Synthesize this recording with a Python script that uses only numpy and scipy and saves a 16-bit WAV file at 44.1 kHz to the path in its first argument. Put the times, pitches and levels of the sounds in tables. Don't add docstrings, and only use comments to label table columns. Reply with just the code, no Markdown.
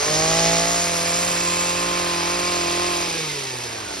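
import sys
import numpy as np
from scipy import signal
from scipy.fft import rfft, irfft
from scipy.io import wavfile

SR = 44100
rng = np.random.default_rng(int(sys.argv[2]) if len(sys.argv) > 2 else 0)


def waveform_to_disk(signal):
    frames = np.transpose(np.atleast_2d(signal))
    scaled = np.clip(frames, -1, 1) * 32767
    samples = np.round(scaled).astype(np.int16)
    wavfile.write(sys.argv[1], SR, samples)


N = 176400


def from_db(db):
    return 10 ** (np.asarray(db) / 20)


def in_time(rows):
    times, *columns = np.transpose(rows)
    return [np.interp(np.arange(N) / SR, times, column) for column in columns]


def at_hz(points, hz):
    freqs, values = np.transpose(points)
    return np.interp(np.log(np.maximum(hz, 1)), np.log(freqs), values)


def bins():
    return np.arange(N // 2 + 1) * SR / N


def drift(rate_hz):
    slow = irfft(rfft(rng.standard_normal(N)) / (1 + (bins() / rate_hz) ** 2), N)
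    return slow / slow.std()


def resonance(hz, width_hz):
    wander = drift(width_hz) + 1j * drift(width_hz)
    return np.real(wander * np.exp(2j * np.pi * np.cumsum(hz * np.ones(N)) / SR))


def causal(colour):
    cepstrum = irfft(np.log(from_db(at_hz(colour, bins()))), N)
    return np.exp(rfft(cepstrum * (1 + np.sign(np.arange(N))) * (np.arange(N) < N // 2)))


def ports(hz, width=1):
    balance = [(100, 0), (175, -1.7), (350, -3.5), (480, -7.5), (540, -8), (680, -2), (850, -0.5),
               (1050, 0.5), (1500, -1.5), (2600, -2.5), (4000, -1.5), (6000, 0.5), (7000, -1.5)]
    lead = [(30, 0), (350, -.1), (500, .6), (650, 2.1), (1000, 1.8), (1400, 1), (1700, 0), (2600, .6),
            (3600, .4), (4400, .9), (5250, .1), (6000, 1.5), (6600, 2.3), (6950, 3.05), (7900, 3.2),
            (8400, 4.1), (9000, 4.9), (9800, 6.2), (11600, 6.4), (12200, 8), (12600, 9.4)]
    side = np.array([[.5], [-.5]])
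    gain = from_db(side * at_hz(balance, hz))
    return gain / np.sqrt(np.mean(gain ** 2, axis=0)) * np.exp(1j * side * width * at_hz(lead, hz))


def scattered(direct, diffuse):
    likeness = [(150, 1), (400, .95), (600, 0.71), (1400, 0.42), (1850, 0.89), (2800, 0.24), (4000, 0.72),
                (5200, 0.9), (6000, 0.81), (6600, 1), (7050, 1), (7900, 1), (8500, 1), (9300, 0.82),
                (10000, 1), (11500, 0.81), (12000, 0.6), (12700, 1)]
    alike = np.clip(at_hz(likeness, bins()), 0, 1)
    return ports(bins()) * (np.sqrt(alike) * rfft(direct) + np.sqrt(1 - alike) * rfft(diffuse))


def pulses(clicks, colour):
    response = causal(colour)
    return irfft(rfft(clicks) * response * ports(bins()), N) / np.abs(irfft(response, N)).max()


def coasting_share():
    throttle_off_s, fade_s = 2.96, 0.18
    return np.clip((np.arange(N) / SR - throttle_off_s) / fade_s, 0, 1)


def exhaust_drone(speed, turns, upper_db, load):
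    # time_s, level_db
    first = [(0, -53), (.13, -31), (.25, -31.5), (.48, -28), (.75, -35.5), (1.4, -35.5), (2.2, -37.5),
             (3.08, -41), (3.22, -36), (3.43, -43), (3.55, -39.5), (3.85, -46.5), (4, -61)]
    second = [(0, -53), (.17, -36), (.4, -37), (.6, -42), (1.3, -41), (1.48, -35), (1.65, -39.5),
              (1.9, -34.5), (2.5, -33), (2.8, -30), (3.02, -33), (3.12, -44), (3.45, -52.5), (4, -50)]
    third = [(0, -32), (.2, -31.5), (.55, -31.5), (.8, -35), (1.3, -33.5), (1.45, -37), (1.7, -34),
             (2.08, -35), (2.22, -43), (2.35, -34), (2.55, -37), (2.72, -41), (2.85, -37), (2.97, -42),
             (3.4, -40.5), (3.65, -48), (4, -42.5)]
    fourth = [(0, -38.5), (.12, -29.5), (.5, -25.5), (.95, -33), (1.22, -32), (1.35, -40), (1.65, -41.5),
              (2.0, -36), (2.4, -35.5), (2.62, -32.5), (3.0, -33), (3.25, -53), (3.7, -50), (4, -43)]
    fifth = [(0, -47), (.1, -40), (.2, -31.5), (.48, -30), (.85, -42), (1.35, -42), (1.6, -37.5),
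             (2.1, -38.5), (2.25, -32.5), (2.42, -40), (3.1, -36), (3.35, -53), (4, -51)]
    upper_harmonics = [(6, -46.5, -32.5, -46.5), (7, -36.5, -41.5, -46.5), (8, -41, -49, -50.5),
                       (9, -48, -54, -51.5), (10, -40.5, -50, -56), (12, -37, -56, -62),
                       (14, -56, -48, -49.5), (15, -43, -44.5, -53)]
    waver_db, coast_waver_db = 0.87, 4
    coast = coasting_share()
    rough_db = 1.36 * drift(35)
    levels = [(k, in_time(curve)[0]) for k, curve in enumerate((first, second, third, fourth, fifth), 1)]
    for k, loaded_db, free_db, coasting_db in upper_harmonics:
        driven_db = load * loaded_db + (1 - load) * free_db
        unsteady_db = (waver_db + coast_waver_db * coast) * drift(9.6) + rough_db
        levels.append((k, upper_db + (1 - coast) * driven_db + coast * coasting_db + unsteady_db))
    width = 1 - 0.72 * load
    drone = 0
    for k, db in levels:
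        tone = np.exp(2j * np.pi * (k * turns + rng.random())) * from_db(db)
        drone = drone + np.sqrt(2) * np.real(tone * ports(k * speed, width))
    return drone


def firings(turns, strength_db):
    pattern = [(0, 3), (.77, 4), (1.12, 3.5), (1.42, 4), (1.76, 3.3), (1.95, 4), (2.25, 3.3), (2.4, 4),
               (3.06, 5.5), (3.3, 3.5), (3.7, 2.5)]
    muffler = [(25, -47), (45, -7.5), (87, -2.5), (130, -16), (215, -11.5), (250, -13), (283, 0),
               (390, 0.5), (470, -9.5), (620, 1), (780, -4.5), (900, -9.5), (1080, -2), (1300, -10),
               (2500, -14.5), (6000, -34), (15000, -50)]
    boost_db, spread_db = 16.5, 0.73
    starts, gaps = np.transpose(pattern)
    openings = np.searchsorted(turns, np.arange(1, int(turns[-1])))
    pops, turn = np.zeros(N), 0
    while turn < len(openings):
        at = openings[turn]
        gap = int(gaps[np.searchsorted(starts, at / SR, "right") - 1] + rng.random())
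        size = from_db(boost_db + strength_db[at] + spread_db * rng.standard_normal())
        pops[openings[turn:turn + gap]] -= size / gap
        pops[at] += size
        turn += gap
    return irfft(rfft(pops) * causal(muffler) * ports(bins()), N)


def rattle(turns):
    colour = [(25, -107), (60, -68), (200, -72.5), (330, -70), (600, -64), (1100, -63), (1500, -66),
              (2000, -63.5), (2550, -63.5), (3100, -64), (3600, -65), (4000, -64), (4850, -64),
              (5600, -64.5), (6600, -65), (7300, -67), (8100, -67.5), (9500, -74), (11000, -76),
              (12500, -83), (14000, -90), (15500, -104)]
    centres_hz = [450, 1200, 3700, 5300, 11000]
    # time_s, bass_db, low_mid_db, high_mid_db, treble_db, top_db
    register_gains = [(0, 7, 3.5, 0, 2.5, -0.5), (.15, 8, 0, 0.5, 6, 1.5), (.45, 0, 2.5, 4, 7, 2),
                      (.85, -2, 1, -1, 3.5, 3), (1.25, -1, 1, 0, 2, 3), (2, -4, 0, 0, 0, -0.5),
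                      (2.96, -1, -3.5, 1, 0, 0), (3.25, -7, -9, -0.5, -2, -3),
                      (3.58, -2.5, -7, -6.5, -5, -4), (3.82, -4, -5.5, -7.5, -7, -8.5),
                      (4, -4, -13, -5.5, -4, -6)]
    slap_depth, clack_depth, strokes_per_turn = 0.075, .09, 0.47
    flutter_db, surge_db = 1.04, .5
    slap = slap_depth * np.cos(2 * np.pi * turns)
    clack = clack_depth * np.cos(2 * np.pi * strokes_per_turn * turns)
    contacts = rng.standard_normal((3, N)) * np.exp(slap + clack)
    spectrum = scattered(contacts[0], contacts[1:]) * causal(colour) * np.sqrt(SR / 2)
    out = 0
    for weights, db in zip(np.eye(len(centres_hz)), in_time(register_gains)):
        share = at_hz(list(zip(centres_hz, weights)), bins())
        gain = from_db(db + flutter_db * drift(90) + surge_db * drift(9))
        out = out + gain * irfft(spectrum * share, N)
    return out


def blade_ring():
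    ring = [(0, -42), (.45, -37), (.9, -37), (1.15, -29), (1.5, -27), (2.05, -37), (2.2, -40), (2.4, -32),
            (2.9, -35), (3.1, -41), (4, -49)]
    return from_db(in_time(ring)[0]) * resonance(hz=7110, width_hz=100)


def blade_hiss():
    hiss = [(0, 6020, -30), (.2, 6560, -28.5), (.6, 6830, -30.5), (.85, 6846, -28), (1.1, 7100, -46),
            (4, 6850, -65)]
    centre_hz, level_db = in_time(hiss)
    return from_db(level_db) * resonance(centre_hz, width_hz=270)


def bar_chatter():
    modes = [(2287, 77.6, -44.5), (2464, 57, -46), (2692, 110, -45), (4905, 210, -41.5)]  # pitch_hz, width_hz, level_db
    shaking = [(0, -1), (.5, -2), (1, 2.5), (1.5, 2.5), (2.1, 2.5), (2.55, 4.5), (3.05, 3.5), (3.4, -4),
               (3.7, -2.5), (4, -23)]
    chatter_db = 1.5 * drift(25)
    ringing = sum(from_db(db) * resonance(hz, width_hz) for hz, width_hz, db in modes)
    return from_db(in_time(shaking)[0] + chatter_db) * ringing


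def bar_whine():
    whine = [(0, -56), (1.0, -49), (1.35, -40), (1.75, -38.5), (1.95, -50), (2.3, -48), (2.55, -42.5),
             (3.0, -41), (3.4, -46.5), (4, -62)]
    return from_db(in_time(whine)[0]) * resonance(hz=2597, width_hz=18)


def twig_snaps():
    snaps = [(.104, -8), (.705, -12), (.763, -13), (.99, -13), (1.282, -12), (1.362, -14), (2.311, -15),
             (2.521, -13)]
    colour = [(200, -30), (1200, -4), (5000, 1), (8000, -6), (12000, -12), (15000, -33)]
    start_s, peak_db = np.transpose(snaps)
    clicks = np.zeros(N)
    clicks[(start_s * SR).astype(int)] = from_db(peak_db)
    return pulses(clicks, colour)


def sputter(speed):
    puffs = [(3.058, 2, -26), (3.08, 2, -25), (3.108, 2, -28), (3.149, 3, -24), (3.187, 4, -24),
             (3.232, 3, -25.5), (3.278, 2, -27), (3.311, 3, -30), (3.345, 3, -29), (3.375, 3, -28),
             (3.439, 3, -30), (3.531, 2, -29), (3.587, 2, -31), (3.653, 2, -28), (3.74, 2, -32)]
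    colour = [(60, -35), (160, -12), (240, -15), (330, -1.5), (470, 3), (620, -13), (1200, -24),
              (4000, -38.5)]
    loss_db_per_turn = 1
    clicks = np.zeros(N)
    for start_s, length_turns, peak_db in puffs:
        for turn in range(length_turns):
            time_s = start_s + turn / speed[int(start_s * SR)]
            clicks[int(time_s * SR)] -= from_db(peak_db - loss_db_per_turn * turn)
    return pulses(clicks, colour)


def scene():
    crankshaft = [(0.0, 143), (0.09, 152), (0.22, 159), (0.38, 166), (0.63, 169.7), (0.77, 173),
                  (1.01, 169.4), (1.27, 174.6), (1.34, 172), (1.44, 173), (1.64, 174), (1.76, 174),
                  (1.86, 175), (1.94, 174.5), (2.0, 175), (2.16, 171.6), (2.24, 171.4), (2.34, 175.5),
                  (2.49, 176.3), (2.67, 172), (2.84, 176.3), (2.91, 175.8), (2.96, 172.8), (3.06, 171.6),
                  (3.2, 161), (3.4, 137), (3.52, 127.2), (3.64, 120), (3.79, 110), (4.0, 93)]
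    effort = [(0, -6, 0.7, -7.5), (.2, 2, 0.8, 0), (.5, -3, 0.93, 2.5), (.75, -4, 0.76, -1),
              (1.15, -2, 0.38, -3), (1.4, -1.5, 0.05, -2.5), (1.9, 1.5, 0.04, -2), (2.2, 1, 0.1, -2),
              (2.9, 0, 0, -1), (3.2, 1, 0, -7.5), (3.5, 0, 0, -14), (3.72, -0.5, 0.09, -11.5),
              (3.95, -1, 0.05, -7.5)]
    speed, = in_time(crankshaft)
    upper_db, load, firing_db = in_time(effort)
    jitter_turns = 0.0056 * drift(35) + 0.012 * coasting_share() * drift(30.2)
    turns = np.cumsum(speed) / SR + jitter_turns
    exhaust = exhaust_drone(speed, turns, upper_db, load) + firings(turns, firing_db) + sputter(speed)
    rattling = rattle(turns)
    steel = blade_ring() + blade_hiss() + bar_chatter() + bar_whine()
    steel_at_ports = irfft(rfft(steel) * ports(bins()), N)
    return exhaust + rattling + steel_at_ports + twig_snaps()


def record(dry):
    stopband_hz = 16000
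    return signal.sosfilt(signal.cheby2(12, 60, stopband_hz, fs=SR, output="sos"), dry)


dry = scene()
out = record(dry)
waveform_to_disk(out)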